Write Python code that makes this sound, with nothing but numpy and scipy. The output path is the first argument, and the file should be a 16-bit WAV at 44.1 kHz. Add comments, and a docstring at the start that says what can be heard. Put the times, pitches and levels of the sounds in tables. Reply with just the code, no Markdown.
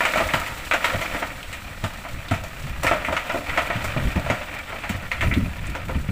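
"""Rocks clack and gravel slides as a tipper truck unloads outdoors, its diesel running low and steady.
Each clack is a crack plus a crumbling burst of noise, loose chips and a ring of the steel bed.
Heavy rocks thump with a low swinging tone; chips snap; pebbles, grit and sand make the slide.
Behind them are a faint echo from trees, an engine hum with puffs of clatter, and low wind rumble."""
import sys
import numpy as np
from scipy import signal
from scipy.fft import rfft, irfft, next_fast_len
from scipy.io import wavfile
from scipy.ndimage import uniform_filter1d, minimum_filter1d, map_coordinates

SR = 44100
rng = np.random.default_rng(int(sys.argv[2]) if len(sys.argv) > 2 else 0)


def transcribe(u):
    """Save the signal u as a 16-bit wav file named by the first command-line argument.

    u: samples, shape (n,) or (channels, n), limited to [-1, 1]; the rate is SR.
    q: integer samples, one column per channel.
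    """
    v = np.clip(np.atleast_2d(u).T, -1, 1)
    q = np.round(v * 32767).astype(np.int16)
    wavfile.write(sys.argv[1], SR, q)


N = 269451  # length in samples
TOP_HZ = 15550  # nothing is kept from here up


def amp(db):
    """Turn decibels into a gain."""
    return 10 ** (np.asarray(db) / 20)


def unit(x):
    """Scale a sound to rms 1."""
    return x / np.sqrt(np.mean(x ** 2) + 1e-20)


def curves(rows):
    """Draw straight lines between table rows: one value per sample for each column after the time."""
    s, *cols = np.transpose(rows)
    return [np.interp(np.arange(N) / SR, s, c) for c in cols]


def wobble(rate, size=N):
    """A smooth random curve through `rate` random points per second."""
    knots = rng.standard_normal(int(size * rate / SR) + 4)
    return map_coordinates(knots, [np.arange(size) * rate / SR])


def filtered(x, response):
    """Multiply the spectrum of x by a gain that depends on frequency."""
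    m = next_fast_len(len(x) + 8192)
    spectrum = rfft(x, m) * response(np.fft.rfftfreq(m, 1 / SR))
    return irfft(spectrum, m)[:len(x)]


def coloured(x, points):
    """Shape x by (f/Hz, level/dB) points joined on a log frequency axis, then scale to rms 1."""
    f, db = np.transpose(points)
    return unit(filtered(x, lambda hz: amp(np.interp(np.log(hz + 1), np.log(f), db))))


def fade(t, t60):
    """Exponential decay that drops 60 dB in t60 seconds."""
    return np.exp(-np.log(1000) * t / max(t60, 1e-3))


def add(track, s, sound):
    """Mix a sound into the track at time s, cut off at the end of the track."""
    start = max(round(s * SR), 0)
    part = track[start:start + len(sound)]
    part += sound[:len(part)]


def ticks(rate, spread_db):
    """Random contacts, `rate` per second on average, with sizes scattered in dB."""
    hits = rng.random(N) < rate / SR
    return hits * amp(spread_db * np.clip(rng.standard_normal(N), -2, 2))


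def stony(x, spread_db, count=52):
    """Every stone has its own shape, and so its own random resonances."""
    hz = np.geomspace(300, TOP_HZ, count)
    return coloured(x, np.transpose([hz, spread_db * rng.standard_normal(count)]))


# Ringing tones (modes) of the steel bed: f/Hz, typical level/dB, time to fall 60 dB t60/s
BED_MODES = [(521, -2, 0.4), (605, -3, 0.26), (677, 0.5, 0.22), (715, -6.5, 0.66), (805, -14, 0.22),
             (923, -11, 0.45), (971, -1, 0.17), (1245, -8, 0.089), (1367, 1, 0.2), (1502, -12, 0.42),
             (1937, 1.5, 0.21), (1995, -6.5, 0.17), (2980, -12, 0.16)]


def bed_ring(t):
    """The steel bed answers a blow with decaying tones; each blow excites them differently."""
    hz, db, t60 = np.transpose(BED_MODES)
    strength = amp(db + 2.7 * rng.standard_normal(len(BED_MODES)))
    phase = rng.uniform(0, 2 * np.pi, len(BED_MODES))
    ring = np.zeros(len(t))
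    for gain, f, start, decay in zip(strength, hz, phase, t60):
        ring += gain * np.sin(2 * np.pi * f * t + start) * fade(t, decay)
    return ring / np.linalg.norm(strength)


# Rocks striking: t/s, relative level/dB, hardness (tilt up to 2200 Hz, dB per octave),
# grit (treble level/dB at 4600 Hz)
ROCKS = [(0.006, -22, 1.5, -6), (0.051, -22, 2.5, -1.5), (0.137, -28, 2, -2), (0.158, -25.5, -3, 1),
         (0.174, -25.5, -3, 0), (0.202, -24, -3.5, -5), (0.288, -32, 4, -9), (0.337, -21, -0.5, -0.5),
         (0.415, -33.5, 2, -10), (0.463, -33.5, 6, 2), (0.712, -19.5, 8, -4.5), (0.736, -22, -1, 0.5),
         (0.843, -21, 5.5, 1), (0.888, -37.5, -7, -10), (0.942, -31, -8, -10), (1.013, -28.5, 2, 3.5),
         (1.147, -30, -3.5, -17), (1.222, -28, 0.5, -5), (1.528, -36, 9, 6), (1.84, -29.5, 0, 2),
         (2.05, -36, -0.5, -17), (2.311, -25, -3, 0), (2.338, -34.5, 10, 3), (2.437, -37.5, -5, 7.5),
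         (2.833, -29, -2, 8), (2.845, -25, -5, -4), (2.867, -20.5, 5, 0.5), (2.913, -19, -3, -6.5),
         (2.934, -30, -2, -5), (3.048, -30, 13, 1), (3.085, -27.5, -5, -21), (3.125, -26.5, -1.5, -3),
         (3.166, -25.5, 3.5, -1), (3.295, -26.5, -0.5, -3.5), (3.344, -26, -9, -6), (3.494, -30.5, 11, -2),
         (3.575, -20.5, 0.5, -3), (3.619, -33.5, -4, 3), (3.701, -25.5, -2, -8), (3.843, -31.5, -3.5, 5.5),
         (3.964, -30.5, -8, -19), (4.16, -31.5, -6, -2), (4.262, -34, -6, -1), (4.3, -22.5, -1, -2),
         (4.727, -34.5, -5.5, -6), (4.838, -33, 1, -4), (4.893, -32.5, 5, 6.5), (5.116, -27, 9, -0.5),
         (5.209, -26, 15, 1.5), (5.226, -29, -4, 0), (5.312, -28, 21, -22), (5.751, -31, -4, -2),
         (5.892, -31.5, -6.5, -7)]
# Basic colour of a rock's contact: f/Hz, level/dB
STONE = [(180, -15), (300, -6.5), (411, -16.5), (654, 5), (785, -6.5), (958, -0.5), (1110, -7.5),
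         (1310, 3.5), (1660, -9.5), (1830, -1.5), (2310, -4), (5030, -24), (8140, -23.5), (9140, -31.5),
         (15800, -34)]
ROCK_T60, CRACK_T60, ROCK_ATTACK_S = 0.18, 0.015, .00015  # s: crushing decay, crack decay, rise of the blow
CHIP_RATE, CHIP_T60, SCATTER_T60 = 70, 0.1, 0.49  # shaken-loose chips per s; decay/s of each, of the shower


def rocks(burst_db=6.5, crack_db=5, ring_db=-5, crumble_db=3, crumble_rate=300, firm_s=0.042,
          shape_db=2, scatter_db=-21, dust_growth=2.0):
    """Each rock lands with a crack and a burst of crushing contacts, scatters chips and rings the bed."""
    out, t = np.zeros(N), np.arange(SR // 3) / SR
    corners = np.log2([400, 1300, 2200, 4600, 15000])  # Hz, as octaves
    decay = fade(t, ROCK_T60)
    decay_rms = np.sqrt(np.mean(decay ** 2))
    for s, db, hardness, grit_db in ROCKS:
        # hardness tilts the clack around 1300 Hz; grit sets the treble, dust_growth the very top
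        tilt = np.r_[hardness * (corners[:3] - corners[1]), grit_db, dust_growth * grit_db]

        def contact(x):
            """Stone colour, tilted by this rock's hardness and grit."""
            stone = coloured(x, STONE)
            return unit(filtered(stone, lambda hz: amp(np.interp(np.log2(hz + 1), corners, tilt))))

        crush = contact(stony(rng.standard_normal(len(t)), spread_db=shape_db))
        # the crumbling flutter is strongest at the blow and dies away
        flutter_db = -crumble_db * fade(t, firm_s) * wobble(crumble_rate, size=len(t))
        burst = decay * amp(flutter_db)
        # loosened chips land one by one
        taps = (rng.random(len(t)) < CHIP_RATE / SR) * rng.uniform(0.21, 1, len(t))
        chip_levels = signal.fftconvolve(taps, fade(t, CHIP_T60))[:len(t)]
        scatter = unit(chip_levels) * fade(t, SCATTER_T60)
        loudness = np.hypot(burst, amp(scatter_db) * scatter)
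        blow = amp(burst_db) * unit(crush * loudness) * decay_rms
        # the first contact cracks and rings the steel
        blow += amp(crack_db) * contact(rng.standard_normal(len(t))) * fade(t, CRACK_T60)
        blow += amp(ring_db) * bed_ring(t)
        add(out, s, amp(db) * blow * (1 - np.exp(-t / ROCK_ATTACK_S)))
    return out


# Heavy, dull thumps: t/s, relative level/dB, thud level/dB before its trim, swing pitch f/Hz
THUMPS = [(0.334, -24, 1, 100), (0.944, -13.5, -12.5, 102), (1.834, -10, -13, 94), (2.311, -5, -13.5, 99),
          (2.637, -16, -28, 140), (2.702, -13, -25, 57), (3.086, -18.5, -10, 77.5),
          (3.755, -12.5, -13.5, 117), (3.964, -16, -5.5, 130), (4.052, -5.5, -16, 53.4),
          (4.156, -8.5, -7.5, 75.5), (4.298, -9.5, -10, 107), (4.895, -17, -3.5, 89), (4.944, -13, -20, 97),
          (5.316, -10, -13, 61), (5.365, -5.5, -6, 81), (5.42, -12, -10, 88), (5.683, -12.5, -14.5, 55.7),
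          (5.953, -5.5, -15, 68), (6.088, -8, -11, 113)]
# Colour of the dull thud: f/Hz, level/dB
THUD = [(80, -15), (130, 4), (170, 6.5), (215, 3.5), (280, 3), (340, -9), (430, -10.5), (620, -48)]
THUMP_T60, THUD_T60 = 0.16, .13  # decay/s of the low swing and of the dull thud


def thumps(tone_db=-5, thud_db=1.0, attack=0.0043, waver=0.075):
    """A heavy rock gives a few uneven low swings and a dull thud of noise."""
    out, t = np.zeros(N), np.arange(SR // 3) / SR
    rise = 1 - np.exp(-t / attack)  # attack in s
    life, thud_life = rise * fade(t, THUMP_T60), rise * fade(t, THUD_T60)
    thud_rms = np.sqrt(np.mean(thud_life ** 2))
    for s, db, dull_db, hz in THUMPS:
        pitch = hz * (1 + waver * wobble(106, size=len(t)))
        swing = life * np.sin(2 * np.pi * np.cumsum(pitch) / SR)
        thud = unit(coloured(rng.standard_normal(len(t)), THUD) * thud_life) * thud_rms
        add(out, s, amp(db) * (amp(tone_db) * swing + amp(dull_db + thud_db) * thud))
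    return out


# How much gravel slides down the bed: t/s, flow level/dB before the gravel trim
SLIDE = [(0, -27.5), (.31, -28), (.47, -35), (.75, -36), (.9, -27), (1.19, -32.5), (1.29, -39.5),
         (2.23, -41), (2.74, -38.5), (2.91, -35), (3.4, -33.5), (3.93, -30.5), (4.19, -33), (4.37, -33),
         (4.7, -36), (5.0, -36.5), (5.48, -37), (6.11, -37.5)]
# Colour of rattling gravel, also of the engine's clatter: f/Hz, level/dB
GRAVEL = [(190, -8), (330, -3), (373, -22), (401, -13), (563, 1.5), (893, -2.5), (972, -0.5), (1070, -2.5),
          (1250, 2.5), (1680, -1), (1920, 2.5), (2090, -1.5), (2360, 2.5), (3650, -12.5), (6000, -28.5),
          (7800, -35), (13200, -120)]
# Bright colour of sand and grit, also of a chip's snap: f/Hz, level/dB
SAND = [(2000, 10), (4000, 9.5), (5200, 3), (5600, 5.5), (6200, 2.5), (7900, 7), (9000, 0.5), (12000, -2.5),
        (15500, 3.5)]
PEBBLE_RATE, PEBBLE_T60 = 9, 0.063  # contacts per s for each pebble shape; decay/s
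# hiss level/dB at the start for average flow; dB per dB of flow; fines running out, dB per s
SAND_DB, SAND_FOLLOWS, SAND_DRAIN_DB_PER_S = -40, 0.54, 1.23


def slide(gravel_db=-1, grit_db=-5, ring_db=-23, shape_db=4.0, count=20):
    """Pebbles of many shapes rattle down the bed; grit ticks over sand hiss that slowly runs out."""
    flow_db, = curves(SLIDE)
    hiss_db = SAND_DB + SAND_FOLLOWS * (flow_db - flow_db.mean())
    hiss_db -= SAND_DRAIN_DB_PER_S * np.arange(N) / SR
    t = np.arange(SR // 4) / SR
    rattle = np.zeros(N)
    for _ in range(count):
        pebble = stony(rng.standard_normal(len(t)), spread_db=shape_db) * fade(t, PEBBLE_T60)
        pebble += amp(ring_db) * bed_ring(t)
        rattle += signal.oaconvolve(ticks(rate=PEBBLE_RATE, spread_db=1.5), pebble)[:N]
    bursts = signal.oaconvolve(ticks(rate=98, spread_db=8.0), fade(t, 0.047))[:N]
    grit = coloured(bursts * rng.standard_normal(N), SAND)
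    sand = coloured(rng.standard_normal(N), SAND) * amp(wobble(30))
    gravel = amp(flow_db + gravel_db) * coloured(rattle, GRAVEL)
    return gravel + amp(hiss_db) * (sand + amp(grit_db) * grit)


# Small, hard chips clicking on the heap: t/s, relative level/dB, centre of the ring f/Hz
CHIPS = [(0.666, -26, 2300), (1.429, -25, 2860), (2.285, -25, 3460), (4.539, -24, 2040), (4.787, -28, 2280),
         (5.339, -18, 2950), (5.668, -34, 7660)]


def chips(ring_db=-7, snap_db=-15, t60=0.07, width=0.4):
    """A small chip gives a bright snap and a very short ring, spread broadly around its pitch."""
    out, t = np.zeros(N), np.arange(SR // 8) / SR
    for s, db, pitch in CHIPS:
        noise = rng.standard_normal(len(t))
        ring = unit(filtered(noise, lambda hz: np.exp(-((hz / pitch - 1) / width) ** 2)))
        snap = coloured(rng.standard_normal(len(t)), SAND)
        click = amp(ring_db) * ring + amp(snap_db) * snap
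        add(out, s, amp(db) * click * fade(t, t60))
    return out


ECHO_DB = -20  # level of the trees' answer


def trees(x, t60=0.62, delay=0.095):
    """Trees beside the track return a faint, diffuse echo: a noise tail that swells, then decays."""
    t = np.arange(SR // 2) / SR
    noise = coloured(rng.standard_normal(len(t)), [(200, -2.5), (2500, -5.5), (10000, -15.5)])
    tail = noise * fade(t, t60) * (1 - np.exp(-t / delay))
    return signal.fftconvolve(x, tail / np.linalg.norm(tail))[:N]


# Engine hum: multiple of the firing rate, typical rms level/dB
ENGINE = [(1, -47), (2, -50), (3, -69), (4, -74), (5, -56.5), (6, -59.5)]
FIRING_HZ = 37.7  # average firing rate


def engine(clatter_db=-48, rough_db=2):
    """The diesel hums at multiples of its firing rate, with a puff of clatter at every firing."""
    firing_rate = FIRING_HZ * (1 + 0.01144 * wobble(2.8))
    turn = 2 * np.pi * np.cumsum(firing_rate) / SR
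    hum = np.zeros(N)
    for multiple, db in ENGINE:
        level = np.sqrt(2) * amp(db + rough_db * wobble(4.25))
        hum += level * np.sin(round(multiple) * turn + rng.uniform(0, 2 * np.pi))
    clatter = coloured(rng.standard_normal(N), GRAVEL) * np.exp(np.cos(turn))
    return hum + amp(clatter_db) * unit(clatter)


# Wind on the microphone: t/s, level/dB
WIND = [(0, -49), (.25, -36), (1.2, -39.5), (2.4, -37.5), (2.72, -29), (3.5, -39.5), (4.05, -27),
        (4.27, -34.5), (4.7, -46.5), (5.36, -23), (5.65, -31.5), (6.11, -27.5)]
# Colour of the wind's low rumble: f/Hz, level/dB
BUFFET = [(10, 2), (25, -1.5), (45, -2.5), (90, -0.5), (160, -7.5), (280, -18.5), (420, -28.5), (900, -50)]


def wind(level_db=0, lump_db=3, lump_rate=18):
    """Eddies buffet the microphone in low lumps of noise."""
    buffet_db, = curves(WIND)
    lumps = amp(lump_db * wobble(lump_rate))
    rumble = unit(coloured(rng.standard_normal(N), BUFFET) * lumps)
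    return amp(buffet_db + level_db) * rumble


def scene():
    """Mix the falling load, its echo, the thumps, the engine and the wind."""
    load = rocks() + chips() + slide()
    echo = amp(ECHO_DB) * trees(load)
    return (load + echo + thumps() + engine() + wind())[None]


LIMIT, LIMIT_HOLD_S = 0.5, 0.0035  # ceiling (of full scale); window/s for holding and smoothing the gain


def record(dry):
    """A quick limiter holds down the loudest peaks; then everything from TOP_HZ up is removed."""
    size = max(round(LIMIT_HOLD_S * SR), 1)
    needed_gain = LIMIT / np.maximum(np.abs(dry), LIMIT)
    gain = uniform_filter1d(minimum_filter1d(needed_gain, size), size)
    return np.array([filtered(channel, lambda hz: hz < TOP_HZ) for channel in dry * gain])


dry = scene()
out = record(dry)
transcribe(out)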